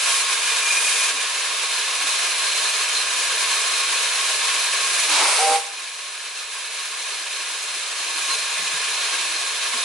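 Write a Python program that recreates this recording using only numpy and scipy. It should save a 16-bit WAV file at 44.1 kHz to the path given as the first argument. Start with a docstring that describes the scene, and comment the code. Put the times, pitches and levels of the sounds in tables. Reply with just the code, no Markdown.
"""Steam locomotive with safety valve and whistle

A small engine stands at a station: shaped noise is the valve's jet, with singing cavities and squeals. Under it
lie a gusty low roar at the bottom edge of the hiss and faint low swells of narrow noise. One tug on the chime
whistle lets wet steam rush, then swept sines sound the bells. A gain control ducks under the toot, so the hiss
drops and slowly swells back."""
import sys
import numpy as np
from scipy import signal
from scipy.fft import rfft, irfft, next_fast_len
from scipy.io import wavfile
from scipy.ndimage import uniform_filter1d, minimum_filter1d, map_coordinates

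SR = 44100
rng = np.random.default_rng(int(sys.argv[2]) if len(sys.argv) > 2 else 0)


def digitize_waveform(pressure):
    """Quantize a signal to 16-bit integers and store it at the path in sys.argv[1].

    Rows of a 2-D input are taken as channels; values are limited to [-1, 1].
    """
    field = np.atleast_2d(pressure).T
    bounded = np.clip(field, -1, 1)
    quanta = np.round(bounded * 32767).astype(np.int16)
    wavfile.write(sys.argv[1], SR, quanta)


N = 433944
TIME = np.arange(N) / SR
SIZE = next_fast_len(N + SR)
FREQS = np.maximum(np.fft.rfftfreq(SIZE, 1 / SR), 1)

# Jet's broad colour: (frequency [Hz], relative density [dB per Hz])
JET_COLOUR = [(380, -6), (820, -9), (1000, -5), (2000, -2.5), (2800, 0.5), (4000, -6), (5300, -3),
              (7500, -3), (10900, -3.5)]
# Resonances of valve bonnet and cab front: (frequency [Hz], width [Hz], gain [dB])
BONNET_RESONANCES = [(680, 193, 4), (870, 54, -0.5), (935, 69, 3.5), (1034, 79, 14), (1058, 27.6, -18),
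                     (1103, 41, 7.5), (1228, 61, 5), (1440, 150, 3.5), (1611, 27, 10), (1702, 143, 7),
                     (1754, 29, 5.5), (1988, 16, 4), (2143, 130, 3.5), (2190, 140, 1.5), (2355, 270, 3.5),
                     (2512, 8, 4), (2615, 45, 7), (2730, 170, 3.5), (2980, 64, 5.5), (3172, 160, 7),
                     (3400, 64, 3), (3520, 70, 8), (3670, 29, 8.5), (3804, 230, 10.5), (3900, 35, 0),
                     (4130, 160, 8), (4330, 45, 9), (4730, 70, 3.5), (4870, 170, 7.5), (5120, 100, 4.5),
                     (5710, 210, 6), (6540, 200, 6), (7200, 120, 1), (7950, 290, 4), (9450, 200, 3.5),
                     (10520, 580, 3)]
# Notches where the ground bounce cancels the jet: (frequency [Hz], width [Hz], gain [dB])
GROUND_NOTCHES = [(5400, 100, -4), (7650, 230, -4.5), (9030, 200, -2.5)]
# Cavity notes the jet makes sing: (frequency [Hz], width [Hz], rms re jet before drive [dB])
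CAVITY_NOTES = [(2405, 35, -20), (2468, 16, -17.5), (4160, 85, -18), (1083, 14, -22)]
# Cavity notes flaring up: (centre [s], Gaussian width [s], note [Hz], extra drive [dB])
CAVITY_FLARES = [(2.543, 0.094, 4160, 5), (2.976, 0.03, 4160, 10.5), (3.672, 0.036, 1083, 9.5),
                 (8.08, 0.05, 2468, 2), (8.3, 0.034, 1083, 15), (8.317, 0.037, 4160, 10)]
# Valve lifting further or sinking: (start [s], end [s], jet change [dB], sizzle change [dB])
VALVE_SHIFTS = [(0.0, 0.207, 1, 2), (0.68, 1.092, 1, 2.5), (1.1, 2.018, -1.04, -1.3), (2.3, 3.0, 0, -0.4),
                (3.01, 3.055, -1.5, -3), (4.803, 5.45, 0.0, 2), (5.75, 6.6, 0.26, 0),
                (7.123, 7.426, 0, -0.4), (7.48, 7.98, -1.16, 0.5), (8.15, 8.41, 0.55, 1),
                (8.616, 9.22, 0.54, 0), (9.275, 9.58, -1.0, 0.5)]
# Valve's left-right lean: (frequency [Hz], left minus right [dB])
VALVE_LEAN = [(400, 0.1), (1200, -1), (1880, -0.5), (2250, -2), (2700, -0.3), (3700, -1), (4600, 1),
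              (5500, 0), (6200, 1), (7200, -0.5), (7850, -4.5), (8600, -1.5), (9800, -1), (10800, 0.5)]
# Echoes off boiler, ground, walls: (delay [ms], level before wall gain [dB], extra right delay [ms])
SURFACE_ECHOES = [(5.5, -23, .08), (6.26, -26, -.02), (6.4, -22, 0), (6.48, -26, .08), (7.12, -25, .02),
                  (11.1, -23, .1), (11.74, -25, -.16), (14.84, -26, .06), (15.66, -24, .04),
                  (20.18, -27, -.02), (22.0, -25, .06), (28.76, -25, .02)]
# Edge tones while the valve rides on its seat:
# (start [s], end [s], frequency [Hz], peak before flutter and pan [dB])
SEAT_SQUEALS = [(0.46, 0.567, 2415, -26), (0.584, 0.84, 2405, -22), (0.688, 0.74, 2450, -20),
                (0.75, 0.82, 2466, -21.5), (0.836, 0.9, 2460, -23), (0.86, 0.99, 2440, -28),
                (0.964, 1.09, 2444, -23.5), (1.163, 1.23, 2420, -25), (1.23, 1.32, 2420, -30)]
# Steam at the whistle mouth: (frequency [Hz], relative density [dB per Hz])
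RUSH_COLOUR = [(300, -10), (500, -9), (700, -5), (930, 1), (1250, -2.5), (1700, -7.5), (2330, 0),
               (3100, -5.5), (3900, -3.5), (5400, -5), (7000, -8), (8100, -5.5), (9100, -5.5), (10500, -9)]
# Chime notes, overblown upper ones first to speak:
# (frequency [Hz], level re chime [dB], roughness [0-1], start [s], end [s], ring [s])
BELL_NOTES = [(480, -11.5, .55, 5.37, 5.565, .025), (614, -12.5, .7, 5.395, 5.53, .02),
              (792, 0, .22, 5.38, 5.56, .016), (965, -20, .7, 5.29, 5.38, .03),
              (1280, -19, .5, 5.28, 5.43, .05), (1586, -19, .45, 5.33, 5.53, .03)]
# Faint low swells of narrow noise, strongest during the whistle: (start [s], end [s], centre [Hz], level [dB])
LOW_SWELLS = [(1.066, 1.23, 287, -56), (1.995, 2.1, 290, -53.5), (3.25, 3.335, 285, -59),
              (5.058, 5.2, 310, -42), (5.16, 5.29, 330, -36), (5.477, 5.547, 312, -36.5),
              (8.14, 8.206, 295, -56), (8.568, 8.70, 182, -50), (8.715, 8.785, 174, -48),
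              (9.725, 9.796, 257, -46)]
# Steam noise's stereo likeness: (frequency [Hz], left-right likeness [0-1])
STEREO_LIKENESS = [(400, 0.87), (1000, 0.89), (2000, 0.72), (4000, 0.63), (8000, 0.2), (11000, 0.14)]

ROAR_GROWTH_DB_PER_S = 1.05  # the low roar grows steadily louder
VALVE_DB, SHIFT_S = -20, 0.023
SIZZLE_START_DB, SIZZLE_FADE_DB_PER_S = 2, 0.17  # fades as boiler pressure falls
UPPER_FROM_S, UPPER_BEFORE_DB, UPPER_AFTER_DB = 1.63, -1.5, 4.5  # upper cavity's drive steps up
LOWER_DRIVE_DB, DEEP_DRIVE_DB = 1.5, -2
DRIVE_DB_PER_JET_DB = 1.8  # lower pair only
FLARE_REACH_HZ = 150  # notes this close flare together
PULL_S, CHIME_HISS_S, LET_GO_S = 5.062, 5.1, 5.56
RUSH_DB, RUSH_ATTACK_S, RUSH_RELEASE_S = -11, 0.11, 0.048
CHIME_HISS_DB, CHIME_HISS_ATTACK_S, CHIME_HISS_RELEASE_S = 1.5, 0.071, 0.025  # extra rush
CHIME_DB, BELL_ATTACK_S = -8.5, 0.05
YARD_T60_S, YARD_DB, YARD_THIN_HZ = 0.56, -13, 477  # little returns below this pitch
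LOW_CUT_HZ, TOP_CUT_HZ = 381, 11010
GAIN_KNEE_DB, GAIN_SLOPE, GAIN_HOLD_S, GAIN_RECOVERY_S = -15, 0.96, 0.57, 2.09


def from_db(db):
    """Decibels to amplitude gain."""
    return 10 ** (np.asarray(db) / 20)


def rms_one(x):
    """Scale to unit rms."""
    return x / np.sqrt(np.mean(x ** 2) + 1e-20)


def over_hz(points):
    """Table joined by straight lines over log frequency."""
    hz, value = np.transpose(points)
    return np.interp(np.log(FREQS), np.log(hz), value)


def resonances_db(rows):
    """Summed bell-shaped peaks and dips over frequency."""
    return sum(db / (1 + (2 * (FREQS - hz) / width_hz) ** 2) for hz, width_hz, db in rows)


def filtered(x, response):
    """Pass a sound through a frequency response."""
    return irfft(rfft(x, SIZE) * response, SIZE)[..., :N]


def drift(corner_hz):
    """Smooth random wander, rms 1: two-pole lowpassed noise on every 40th sample."""
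    step = 40
    pole = np.exp(-2 * np.pi * corner_hz * step / SR)
    white = rng.standard_normal(N // step + 2002)
    slow = signal.lfilter([1], [1, -2 * pole, pole * pole], white)[2000:]  # drop the run-in
    return np.interp(np.arange(N) / step, np.arange(len(slow)), rms_one(slow))


def envelope(start_s, end_s, attack_s, release_s):
    """Rise exponentially towards 1 from the start; die away after the end."""
    rise = 1 - np.exp(-np.maximum(TIME - start_s, 0) / attack_s)
    return rise * np.exp(-np.maximum(TIME - end_s, 0) / release_s)


def swell(start_s, end_s):
    """One half-sine hump."""
    return np.sin(np.pi * np.clip((TIME - start_s) / (end_s - start_s), 0, 1))


def steam_noise(response):
    """Stereo turbulence of a given colour, wider towards the treble; rms 1."""
    alike = np.clip(over_hz(STEREO_LIKENESS), 0, .99)
    mid = filtered(rng.standard_normal(N), response * np.sqrt(1 + alike))
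    side = filtered(rng.standard_normal(N), response * np.sqrt(1 - alike))
    return rms_one(np.array([mid + side, mid - side]))


def low_roar(roar_start_db=-60.0, roar_hz=330, width_hz=32, gust_corner_hz=12):
    """Dull low roar at the bottom edge of the hiss: narrow noise in short random gusts."""
    roar = steam_noise(1 / (1 + ((FREQS - roar_hz) / width_hz) ** 8))
    gusts = np.tanh(np.maximum(drift(gust_corner_hz), 0) ** 2)
    return roar * gusts * from_db(roar_start_db + ROAR_GROWTH_DB_PER_S * TIME)


def low_swells(half_width_hz=26, order=4):
    """Short swells of dull, narrow noise, the same at both ears."""
    out, white = 0, rng.standard_normal(N)
    for start_s, end_s, hz, db in LOW_SWELLS:
        edges_hz = [hz - half_width_hz, hz + half_width_hz]
        band = signal.butter(order, edges_hz, "band", fs=SR, output="sos")
        puff = rms_one(signal.sosfilt(band, white))
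        out = out + from_db(db) * swell(start_s, end_s) ** 2 * puff
    return out


def near_echoes(wall_db=2.0, wall_hz=3000, scatter_db=-10, scatter_hz=4200, fade_ms=12, count=30):
    """Large surfaces return the low hiss; small fittings scatter the treble, differently to each ear."""
    walls, fittings = np.zeros((2, 2, len(FREQS)), complex)
    for ms, db, late_ms in SURFACE_ECHOES:
        delay_s = np.array([[ms], [ms + late_ms]]) / 1000
        walls += from_db(wall_db + db) * np.exp(-2j * np.pi * FREQS * delay_s)
    for ear in range(2):
        delays_ms = rng.uniform(2, 40, count)
        at = (delays_ms * SR / 1000).astype(int)
        taps = np.zeros(SIZE)
        taps[at] = rng.choice([-1, 1], count) * np.exp(-delays_ms / fade_ms)
        fittings[ear] = from_db(scatter_db) * rfft(taps) / np.linalg.norm(taps)
    treble_power = 1 / (1 + (scatter_hz / FREQS) ** 6)
    dulled_walls = walls / np.sqrt(1 + (FREQS / wall_hz) ** 2)
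    out = 1 + dulled_walls + np.sqrt(treble_power) * fittings
    return out / np.sqrt(np.mean(abs(out) ** 2))


def through_plume(x, paths_ms=(1.3, 2.9, 4.6), echo_db=-15, sway_ms=0.029, sway_corner_hz=0.61):
    """Glancing paths cross the swaying cloud; wandering delays keep shifting the treble colour."""
    out, at = x, np.arange(N)
    for ms in paths_ms:
        delay = (ms + sway_ms * drift(sway_corner_hz)) * SR / 1000  # samples
        echo = np.array([map_coordinates(side, [at - delay], order=3) for side in x])
        out = out + from_db(echo_db) * echo
    return out


def valve_flow():
    """Jet and sizzle levels in dB, as the valve shifts on its spring."""
    jet_db, sizzle_db = 0, SIZZLE_START_DB - SIZZLE_FADE_DB_PER_S * TIME
    for start_s, end_s, more_jet_db, more_sizzle_db in VALVE_SHIFTS:
        shifted = envelope(start_s, end_s, SHIFT_S, SHIFT_S)
        jet_db = jet_db + more_jet_db * shifted
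        sizzle_db = sizzle_db + more_sizzle_db * shifted
    return jet_db, sizzle_db


def cavity_drives(jet_db, fitful_db=0.5, fit_corner_hz=6):
    """Drive of each cavity note in dB: all by fits, the lower pair also with the jet."""
    lower_db = LOWER_DRIVE_DB + DRIVE_DB_PER_JET_DB * jet_db + fitful_db * drift(fit_corner_hz)
    upper_step_db = np.where(TIME < UPPER_FROM_S, UPPER_BEFORE_DB, UPPER_AFTER_DB)
    upper_db = upper_step_db + fitful_db * drift(fit_corner_hz)
    deep_db = DEEP_DRIVE_DB + fitful_db * drift(fit_corner_hz)
    return lower_db, lower_db, upper_db, deep_db


def flare_db(hz):
    """Extra drive of one cavity note from its Gaussian flare-ups."""
    return sum(db * np.exp(-((TIME - centre_s) / width_s) ** 2)
               for centre_s, width_s, note_hz, db in CAVITY_FLARES if abs(note_hz - hz) < FLARE_REACH_HZ)


def safety_valve(flutter_db=0.76, sizzle_flutter_db=0.5, sizzle_hz=6000):
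    """Turbulent jet coloured by the bonnet; cavities sing by fits, the finest eddies sizzle."""
    jet_db, sizzle_db = valve_flow()
    colour_db = over_hz(JET_COLOUR) + resonances_db(BONNET_RESONANCES) + resonances_db(GROUND_NOTCHES)
    jet = steam_noise(from_db(colour_db))
    sizzle = filtered(jet, 1 / (1 + (sizzle_hz / FREQS) ** 6))
    sizzle_gain = from_db(sizzle_db + sizzle_flutter_db * drift(23))
    out = jet - sizzle + through_plume(sizzle) * sizzle_gain
    for (hz, width_hz, db), drive_db in zip(CAVITY_NOTES, cavity_drives(jet_db)):
        note = steam_noise(1 / (1 + ((FREQS - hz) / width_hz) ** 2))
        out += note * from_db(db + drive_db + flare_db(hz))
    level_db = VALVE_DB + jet_db + flutter_db * drift(21.6)
    lean = from_db(over_hz(VALVE_LEAN) * [[.5], [-.5]])
    return filtered(out * from_db(level_db), near_echoes() * lean)


def squeal(waver=0.0018, flutter_db=1.5):
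    """Wavering edge tones catch and break off at close pitches, at times overlapping."""
    out = 0
    for start_s, end_s, hz, db in SEAT_SQUEALS:
        phase = 2 * np.pi * np.cumsum(hz * (1 + waver * drift(29))) / SR
        out = out + np.sin(phase) * swell(start_s, end_s) * from_db(db)
    return out * from_db(flutter_db * drift(31))


def yard(x):
    """Reverberation between station walls: eight dying echo trains a side."""
    out = np.zeros((2, len(FREQS)), complex)
    for k, delay_s in enumerate(rng.uniform(.025, .085, 16)):
        loop = from_db(-60 * delay_s / YARD_T60_S) * np.exp(-2j * np.pi * FREQS * delay_s)
        out[k % 2] += (-1) ** (k // 2) * loop / (1 - loop)
    level = out / np.sqrt(np.mean(abs(out) ** 2))
    return filtered(x, level / (1 + (YARD_THIN_HZ / FREQS) ** 4))


def far_wall(x, delay_s=0.12, db=-17.0, dull_hz=1500):
    """One dull slap from the station building."""
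    slap = from_db(db) * np.exp(-2j * np.pi * FREQS * delay_s)
    return filtered(x, slap / (1 + (FREQS / dull_hz) ** 2))


def bells(pitch_waver=0.0294, flutter_db=5, scoop=.17, settle_s=0.0188):
    """Notes catch flat, scoop up and die at their own pace; water shakes pitch and level."""
    out = 0
    for hz, db, rough, start_s, end_s, ring_s in BELL_NOTES:
        pitch_hz = hz * (1 - scoop * np.exp(-np.maximum(TIME - start_s, 0) / settle_s))
        phase = 2 * np.pi * np.cumsum(pitch_hz * (1 + rough * pitch_waver * drift(61))) / SR
        level = from_db(db + rough * flutter_db * drift(60))
        shape = envelope(start_s, end_s, BELL_ATTACK_S, ring_s)
        out = out + np.sqrt(2) * np.sin(phase) * shape * level
    return out


def whistle(splutter_db=0.2, gurgle_db=2.5, gurgle_hz=1300, dry_hz=8000, dry_db=4, dry_s=5.24,
            dry_rise_s=0.046):
    """Wet steam gurgles through the mouth, hisses brighter as it dries, then sounds the bells."""
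    flow = envelope(PULL_S, LET_GO_S, RUSH_ATTACK_S, RUSH_RELEASE_S)
    chime_hiss = envelope(CHIME_HISS_S, LET_GO_S, CHIME_HISS_ATTACK_S, CHIME_HISS_RELEASE_S)
    steam = steam_noise(from_db(over_hz(RUSH_COLOUR) + resonances_db(GROUND_NOTCHES)))
    body = filtered(steam, 1 / (1 + (FREQS / gurgle_hz) ** 4))
    top = filtered(steam, 1 / (1 + (dry_hz / FREQS) ** 12))
    dryness = np.tanh((TIME - dry_s) / dry_rise_s)  # -1 wet, +1 dry
    gurgle = body * from_db(gurgle_db * drift(30))
    rush = steam - body - top + gurgle + top * from_db(dry_db * dryness)
    rush_db = RUSH_DB + CHIME_HISS_DB * chime_hiss + splutter_db * drift(39)
    direct = rush * flow * from_db(rush_db) + bells() * from_db(CHIME_DB)
    return direct + from_db(YARD_DB) * yard(direct) + far_wall(direct)


def scene():
    """Low roar and low swells under bass-cut valve, squeals and whistle; the last two a touch to the right."""
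    background = low_roar() + low_swells()
    steam = safety_valve() + (squeal() + whistle()) * from_db([[-.45], [.45]])
    low_cut = signal.butter(18, LOW_CUT_HZ, "high", fs=SR, output="sos")
    return background + signal.sosfilt(low_cut, steam)


def gain_control(x, window_s=0.0084):
    """Loud sound pulls the gain down at once; it is held, then creeps back ever more slowly."""
    power = uniform_filter1d(np.mean(x ** 2, axis=0), int(window_s * SR))
    level_db = 10 * np.log10(np.maximum(power, 1e-12))
    cut_db = GAIN_SLOPE * np.maximum(level_db - GAIN_KNEE_DB, 0)
    half = int(GAIN_HOLD_S * SR / 2)
    # largest cut over the past hold time
    held_db = -minimum_filter1d(-cut_db, 2 * half + 1, origin=half, mode="nearest")
    recovery = np.exp(-TIME / GAIN_RECOVERY_S)
    recovering_db = np.maximum.accumulate(held_db / recovery) * recovery
    return x * from_db(-recovering_db)


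def record(dry):
    """Gain control, then a steep top cut."""
    return filtered(gain_control(dry), 1 / np.sqrt(1 + (FREQS / TOP_CUT_HZ) ** 900))


dry = scene()
out = record(dry)
digitize_waveform(out)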